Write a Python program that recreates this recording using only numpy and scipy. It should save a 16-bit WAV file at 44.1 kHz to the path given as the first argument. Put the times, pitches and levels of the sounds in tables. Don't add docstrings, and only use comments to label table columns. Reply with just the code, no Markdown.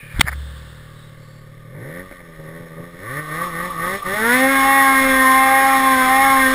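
import sys
import numpy as np
from scipy import signal
from scipy.fft import rfft, irfft
from scipy.io import wavfile
from scipy.ndimage import uniform_filter1d

SR = 44100
rng = np.random.default_rng(int(sys.argv[2]) if len(sys.argv) > 2 else 0)


def inscribe(sig):
    pcm = np.round(np.clip(np.atleast_2d(sig).T, -1, 1) * 32767)
    wavfile.write(sys.argv[1], SR, pcm.astype(np.int16))


N = 288414
T = np.arange(N) / SR


def undb(db):
    return np.exp(np.asarray(db) * np.log(10) / 20)


def curves(rows, at=T):
    keys, *columns = np.transpose(rows)
    return [np.interp(at, keys, column) for column in columns]


def noise():
    return rng.standard_normal(N)


def walk(rate):
    hold = max(int(SR / rate), 1)
    held = np.repeat(rng.standard_normal(size=8192)[:N // hold + 1], hold)[:N]
    return 1.19 * uniform_filter1d(uniform_filter1d(held, hold), hold)


def ramp(start_s, length_s):
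    return np.clip((T - start_s) / length_s, 0, 1)


def swell(s, half_s):
    return np.exp(-.5 * ((T - s) / half_s) ** 2) * (np.abs(T - s) < 6 * half_s)


def colour(x, points):
    size = 16384
    hz, db = np.transpose(points)
    grid = np.maximum(np.arange(size // 2 + 1) * SR / size, 1)
    rolloff_db = 40 * np.log10(np.maximum(grid / hz[-1], 1))
    gain = undb(np.interp(np.log(grid), np.log(hz), db) - rolloff_db)
    cepstrum = irfft(np.log(gain))
    cepstrum[1:size // 2] *= 2
    cepstrum[size // 2 + 1:] = 0
    rung = signal.fftconvolve(x, irfft(np.exp(rfft(cepstrum))))[:N]
    return rung / np.std(rung)


def even(x):
    size = SR // 16
    return x / np.sqrt(uniform_filter1d(uniform_filter1d(x * x, size), size) + 1e-9)


# (frequency [Hz], level [dB])
BUFFET_EQ = [(15, -11), (28, -12), (39, -6), (52, -17), (90, -17), (200, -55), (600, -63)]
# (time [s], level change [dB], half length [s])
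GUSTS = [(4.321, -4, 0.097), (5.09, 10, 0.063), (6.479, 7, 0.15)]
def wind(rest_db=-49.5, rise_db_per_s=1.45, rolls_s=1.6):
    bed_db = rest_db + rise_db_per_s * np.maximum(T - rolls_s, 0)
    gust_db = sum(db * swell(s, half) for s, db, half in GUSTS)
    return colour(noise(), BUFFET_EQ) * undb(bed_db + gust_db + 0.66 * walk(9))


# (frequency [Hz], level [dB])
RUSTLE_EQ = [(500, -12), (1100, -4), (1750, 5.5), (2300, -16), (2800, -6), (3600, -4), (5000, -12.5)]
def jacket(level_db=-45.5, fades_s=0.59, fade_db_per_s=15):
    fade_db = fade_db_per_s * np.maximum(T - fades_s, 0)
    return colour(noise(), RUSTLE_EQ) * ramp(0.035, 0.13) * undb(level_db - fade_db)


# (time [s], level [dB], half length [s], centre [Hz])
SWISHES = [(0.03, -43, 0.05, 2470), (.125, -42.5, 0.047, 2400), (0.144, -45, 0.12, 1800),
           (0.497, -51, 0.17, 3640), (1.03, -54.5, 0.073, 3824), (1.331, -60, 0.096, 4570)]
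def sleeve(skirt_db=-15.5):
    out = np.zeros(N)
    for s, db, half, hz in SWISHES:
        band = [(hz / 2, 2 * skirt_db), (hz / 1.22, skirt_db), (hz, 0),
                (hz * 1.05, skirt_db), (hz * 2, 2 * skirt_db)]
        out += colour(noise(), band) * undb(db) * swell(s, half)
    return out


# (frequency [Hz], level [dB])
CLACK_EQ = [(100, -3), (260, -1), (450, -8), (700, -5), (1500, 0), (2300, 0), (2800, -6), (3450, 7),
            (3950, -7), (5500, -10)]
SCUFF_EQ = [(200, -17), (550, -10), (900, -1.5), (1700, 6), (2200, 4.5), (2700, -25), (3700, -28),
            (4400, -21), (5000, -11), (5600, -27)]
# (time [s], level [dB], half length [s])
KNOCKS = [(.197, -21, .0016), (.203, -29, .002), (.2117, .5, .0019), (.2143, -9, .0009)]
SCUFFS = [(.18, -38, .03), (.272, -26, .009), (.287, -20, .006), (.327, -30, .008)]
# (time [s], envelope level [dB], pitch [Hz])
SHOVES = [(.147, -23, 90), (.17, -18, 40), (.1935, -11, 60), (.1958, -11, 190), (.2115, -6.5, 160),
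          (.246, -18, 100)]
def glove(ring_hz=69.3, ring_db=-24.0, ring_t60=1.2):
    knocks = colour(noise(), CLACK_EQ) * sum(undb(db) * swell(s, half) for s, db, half in KNOCKS)
    grip = undb(3 * walk(500))
    scuffs = colour(noise() * grip, SCUFF_EQ) * sum(undb(db) * swell(s, half) for s, db, half in SCUFFS)
    shoves = sum(undb(db) * swell(s, 0.25 / hz) * np.sin(2 * np.pi * hz * (T - s))
                 for s, db, hz in SHOVES)
    hum_attack = np.interp(T, [.22, .28, .38], [0, .7, 1])
    hum_db = ring_db - 60 * np.maximum(T - .39, 0) / ring_t60
    hum = hum_attack * undb(hum_db) * np.sin(2 * np.pi * ring_hz * T)
    return knocks + scuffs + shoves + hum


# (opens [s], shuts [s], attack [s], opening [0-1],
# starting firing rate [Hz], peak firing rate [Hz], dip on letting go [dB])
BLIPS = [(1.64, 2.013, 0.19, 0.82, 38.72, 92.74, -4), (2.422, 2.589, 0.041, 0.36, 77.9, 84.6, -1),
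         (2.722, 2.856, .05, 0.11, 80.1, 86.8, -6), (2.925, 3.2, 0.13, 0.8, 84.9, 153.7, -3),
         (3.277, 3.436, 0.042, 0.65, 151.3, 177.2, -1.5), (3.522, 3.662, 0.033, 0.63, 165.3, 180.3, -5),
         (3.763, 3.956, 0.079, 0.93, 163.8, 199.6, -26)]
def throttle(pinned_s=4.04, pinned_attack_s=0.035, release_s=0.024, cut_delay_s=0.064):
    opening, cut_db = ramp(pinned_s, pinned_attack_s), 0
    for opens, shuts, attack, depth, _, _, drop_db in BLIPS:
        opening = opening + depth * ramp(opens, attack) * (1 - ramp(shuts, release_s))
        cut_db = cut_db + drop_db * swell(shuts + cut_delay_s, half_s=0.019)
    return opening, cut_db


# (time [s], firing rate [Hz])
CLIMB = [(4.05, 181.3), (4.15, 207.8), (4.21, 219.8), (4.36, 255.2), (4.42, 262.8), (4.51, 271.5),
         (4.62, 269.3), (4.75, 272.7), (4.96, 267.5), (5.07, 265.9), (5.25, 261.7), (5.58, 267.9),
         (5.68, 268.9), (5.89, 264.6), (6.04, 257.2), (6.11, 261.9), (6.25, 271.3), (6.48, 261.9),
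         (6.54, 263.6)]
def revs(idle_hz=37.49, idle_drift=0.01198, overrun_s=.018):
    first_blip_s = BLIPS[0][0]
    marks = [(0, idle_hz), (first_blip_s - .25, idle_hz)]
    for opens, shuts, _, _, before_hz, peak_hz, _ in BLIPS:
        marks += [(opens, before_hz), (shuts + overrun_s, peak_hz)]
    s, hz = np.transpose(marks + [CLIMB[0]])
    steps = np.arange(len(s))
    leg, part = np.divmod(np.interp(T, s, steps), 1)
    eased = np.interp(leg + np.sin(np.pi * part / 2) ** 2, steps, hz)
    wander = 1 + idle_drift * walk(6) * (1 - ramp(first_blip_s, 0.099))
    return np.where(T < s[-1], eased * wander, curves(CLIMB)[0])


def firings(cycles, hz):
    scatter_db = np.interp(hz, [38, 85, 160], [1.5, 2.2, 1.1])
    limp_db = np.interp(hz, [100, 165, 230], [0, 1.6, .8])
    at = np.flatnonzero(np.diff(np.floor(cycles)) > 0)
    count = np.ceil(cycles[at])
    late = (count - cycles[at]) / (cycles[at + 1] - cycles[at])
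    punch = undb(scatter_db[at] * noise()[:len(at)] + limp_db[at] * np.cos(np.pi * count))
    pulses = np.zeros(N)
    pulses[at], pulses[at + 1] = punch * (1 - late), punch * late
    return pulses


def puffs(cycles, decay, steady):
    return noise() * (steady + np.exp(-(cycles % 1) / decay))


ROUND_TRIPS = (.0021, .0034, .0053)
def chambers(x, echo):
    for trip_s in ROUND_TRIPS:
        size = int(trip_s * SR)
        trips = np.pad(x, (0, -N % size)).reshape(-1, size)
        x = signal.lfilter([-echo, 1], [1, -echo], trips, axis=0).ravel()[:N]
    return x


# (frequency [Hz], level [dB])
HISS_EQ = [(1200, -31), (2300, -1), (2600, -7.5), (3100, -6), (3500, 1), (3750, -4), (4100, -6.5),
           (4700, -14.5), (5050, -11), (5400, -4), (5900, -12)]
ROAR_EQ = [(50, -7), (130, -7.5), (230, 2), (400, -6), (560, -1), (720, 1), (950, 0.5), (1400, -3),
           (2500, -24)]
def track(cycles, train, hz, level_db):
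    tonal = np.interp(hz, [80, 250], [.05, .42])
    spray = np.sqrt(1 - tonal) * even(colour(puffs(cycles, decay=1.0, steady=1.0), HISS_EQ))
    buzz = np.sqrt(tonal) * even(colour(train, HISS_EQ))
    hiss = (spray + buzz) * undb(level_db + 1.5 + 0.98 * walk(35))
    rolling_db = np.interp(T, [1.6, 3.1], [-7, 0])
    roar = colour(noise(), ROAR_EQ) * undb(level_db - 4.5 + 0.92 * walk(12) + rolling_db)
    return hiss + roar


# (frequency [Hz], level [dB])
WHIRR_EQ = [(700, -20.5), (980, -27.5), (1100, -2), (1180, 0), (1240, -2), (1330, -24.5), (1700, -30.5)]
def drive(hz, level_db, waver_db=1.0):
    grain_db = np.interp(hz, [40, 160], [.3, 1.4])
    duck_db = 1.7 * np.clip((hz - 232) / 26, 0, 1)
    whirr = colour(noise() * undb(grain_db * walk(60)), WHIRR_EQ)
    return whirr * undb(level_db + waver_db * walk(7.9) - duck_db)


# (frequency [Hz], level [dB])
RASP_EQ = [(700, -50.5), (1300, -19.5), (1500, -2), (1600, -3.5), (1670, -10), (1820, 6), (1950, -3.5),
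           (2100, 2), (2280, -6), (2550, -37.5), (4000, -48)]
AIRBOX_EQ = [(1000, -27), (1400, -14.5), (1540, -1.5), (1660, -18.5), (1780, 3.5), (1880, 2), (1990, -1.5),
             (2140, -14), (2300, -57), (2700, -26.5)]
def intake(cycles, train, hz, level_db):
    rates_hz = [40, 70, 170, 228, 258]
    gas_db = level_db + np.interp(hz, rates_hz, [-1, -4, -5.5, -6.5, -6.5])
    snarl_db = level_db + np.interp(hz, rates_hz, [-12, -2.5, -1.5, -1, -13])
    gas = even(colour(puffs(cycles, decay=.3, steady=.5), RASP_EQ)) * undb(gas_db)
    snarl = even(colour(train, AIRBOX_EQ)) * undb(snarl_db)
    return gas + snarl


# (frequency [Hz], level [dB])
BOOM_EQ = [(30, -38), (75, -27), (110, 7), (150, 8.5), (185, -5), (230, -6), (400, -52)]
BARK_EQ = [(150, -21.5), (250, 1.5), (330, -0.5), (385, 0.5), (430, 2), (480, -1), (530, 8), (590, 1.5),
           (690, -16), (850, -8), (950, -10), (1400, -54.5)]
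BITE_EQ = [(500, -15), (700, -9), (790, 0.5), (880, 6.5), (1060, -11), (1200, 4), (1450, -21)]
def exhaust(cycles, pulses, hz, opening, cut_db, boom_db, bark_db):
    rough_zone = np.exp(-((hz - 87) / 20) ** 2)
    drop_db = cut_db + 4 * walk(28.1) * (1 - opening) * rough_zone
    boom = even(colour(pulses, BOOM_EQ))
    train = chambers(pulses, echo=0.46)
    clean = np.interp(hz, [40, 90, 160], [.6, .92, .98])
    gruff = even(colour(puffs(cycles, decay=0.41, steady=0.13), BARK_EQ))
    bark = np.sqrt(clean) * even(colour(train, BARK_EQ)) + np.sqrt(1 - clean) * gruff
    bite = even(colour(train, BITE_EQ)) * undb(np.interp(hz, [90, 140, 175], [-22, -10, -4]))
    return boom * undb(boom_db + drop_db) + (bark + bite) * undb(bark_db + 0.88 * drop_db)


# (time [s], level [dB])
POPS = [(2.112, -31), (2.125, -36), (2.204, -40), (2.666, -41)]
def pops(decay_s=0.0083):
    burst = sum(undb(db) * np.exp(-np.abs(T - s) / decay_s) * (T >= s) for s, db in POPS)
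    return burst * (colour(noise(), BARK_EQ) + 0.72 * colour(noise(), RASP_EQ))


HOWL_ORDERS = (1, 2, 3, 4, 6, 7, 8)
# (level [dB], echo fading depth [factor], random dropout depth [dB])
HOWL_VOICING = [(-26.5, 2.46, 0.4), (-21.5, 1.45, 1), (-21.5, 1.81, .2), (-22, 1.28, -1), (-21.5, .5, 5.5),
                (-19, 0.021, 6.5), (-23, 0.11, 4.5)]
SIDE_ORDERS = (1, 3, 5, 9, 10, 13, 15, 18, 20, 22, 26)
SIDE_LEVELS = [-28.5, -27.5, -25.5, -18, -12, -18, -18, -18, -21, -28, -20]
# (time [s], extra path [m])
ECHO_PATH = [(4.25, 1.73), (4.45, 1.41), (4.56, 1.53), (4.68, 1.605), (4.9, 1.574), (5.07, 1.486),
             (5.24, 1.567), (5.41, 1.64), (5.58, 1.69), (5.83, 1.59), (5.97, 1.59), (6.13, 1.667),
             (6.32, 1.606), (6.5, 1.52)]
def howl(cycles, hz, flutter_db=0.392, side_flutter_db=4.5, dispersion=.4, sound_m_s=343):
    path_m, = curves(ECHO_PATH)
    lag = 2 * np.pi * hz * path_m / sound_m_s
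    out = np.zeros(N)
    for k, (db, depth, dropout_db) in zip(HOWL_ORDERS, HOWL_VOICING):
        echo_db = depth * 10 * np.log10(1 + .5 ** 2 + np.cos(k * lag))
        unsteady_db = flutter_db * k * walk(55) - dropout_db * walk(9) ** 2
        out += undb(db + echo_db + unsteady_db) * np.cos(2 * np.pi * k * cycles - dispersion * k * k)
    body_db = np.mean(HOWL_VOICING, axis=0)[0]
    for k, db in zip(SIDE_ORDERS, SIDE_LEVELS):
        gain = undb(body_db + db + side_flutter_db * walk(30))
        out += gain * np.cos(np.pi * k * cycles - dispersion * k * k)
    return np.sqrt(2) * out


# (firing rate [Hz], boom [dB], bark [dB], intake [dB], drive [dB], track [dB])
REV_MIX = [(36.2, -41.5, -52.5, -55, -54.5, -63), (51.4, -36.5, -44, -51, -52, -62),
           (89.7, -41, -42, -45.5, -49, -56), (115, -40.5, -44.5, -43, -38.5, -53.5),
           (149, -35, -40, -36.5, -34, -48), (172.3, -36.5, -38.5, -35.5, -26.5, -44),
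           (206.5, -34.5, -33, -35, -32.5, -39), (259, -34, -25, -26, -24, -28.5),
           (252, -33, -26, -27, -26, -32.5)]
def engine(pipe_from_hz=201.6, pipe_span_hz=48):
    hz = revs()
    opening, cut_db = throttle()
    cycles = np.cumsum(hz * (1 + .0016 * walk(70))) / SR
    pulses = firings(cycles, hz)
    train = chambers(pulses, echo=.2)
    boom_db, bark_db, intake_db, drive_db, track_db = curves(REV_MIX, at=hz)
    boom_db += 4 * opening
    bark_db += 7 * opening
    intake_db += 10.5 * opening + 0.34 * cut_db
    track_db += 2.5 * opening + .15 * cut_db
    on_pipe = np.clip((hz - pipe_from_hz) / pipe_span_hz, 0, 1)
    pipe = (1 - on_pipe) * exhaust(cycles, pulses, hz, opening, cut_db, boom_db, bark_db)
    pipe += on_pipe * howl(cycles, hz)
    rasp = intake(cycles, train, hz, intake_db)
    return pipe + rasp + drive(hz, drive_db) + track(cycles, train, hz, track_db) + pops()


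def scene():
    return (engine() + glove() + sleeve() + jacket() + wind())[None]


def record(dry):
    band_hz, hold_hz, top_hz = 5550, 12000, 15500
    band = signal.sosfilt(signal.ellip(7, .2, 60, band_hz, fs=SR, output="sos"), dry)
    slow = signal.resample_poly(band, hold_hz, SR, axis=-1)
    held = signal.resample_poly(np.repeat(slow, 4, axis=-1), SR, 4 * hold_hz, axis=-1)[:, :N]
    return signal.sosfilt(signal.ellip(10, .2, 70, top_hz, fs=SR, output="sos"), np.clip(held, -1, 1))


dry = scene()
out = record(dry)
inscribe(out)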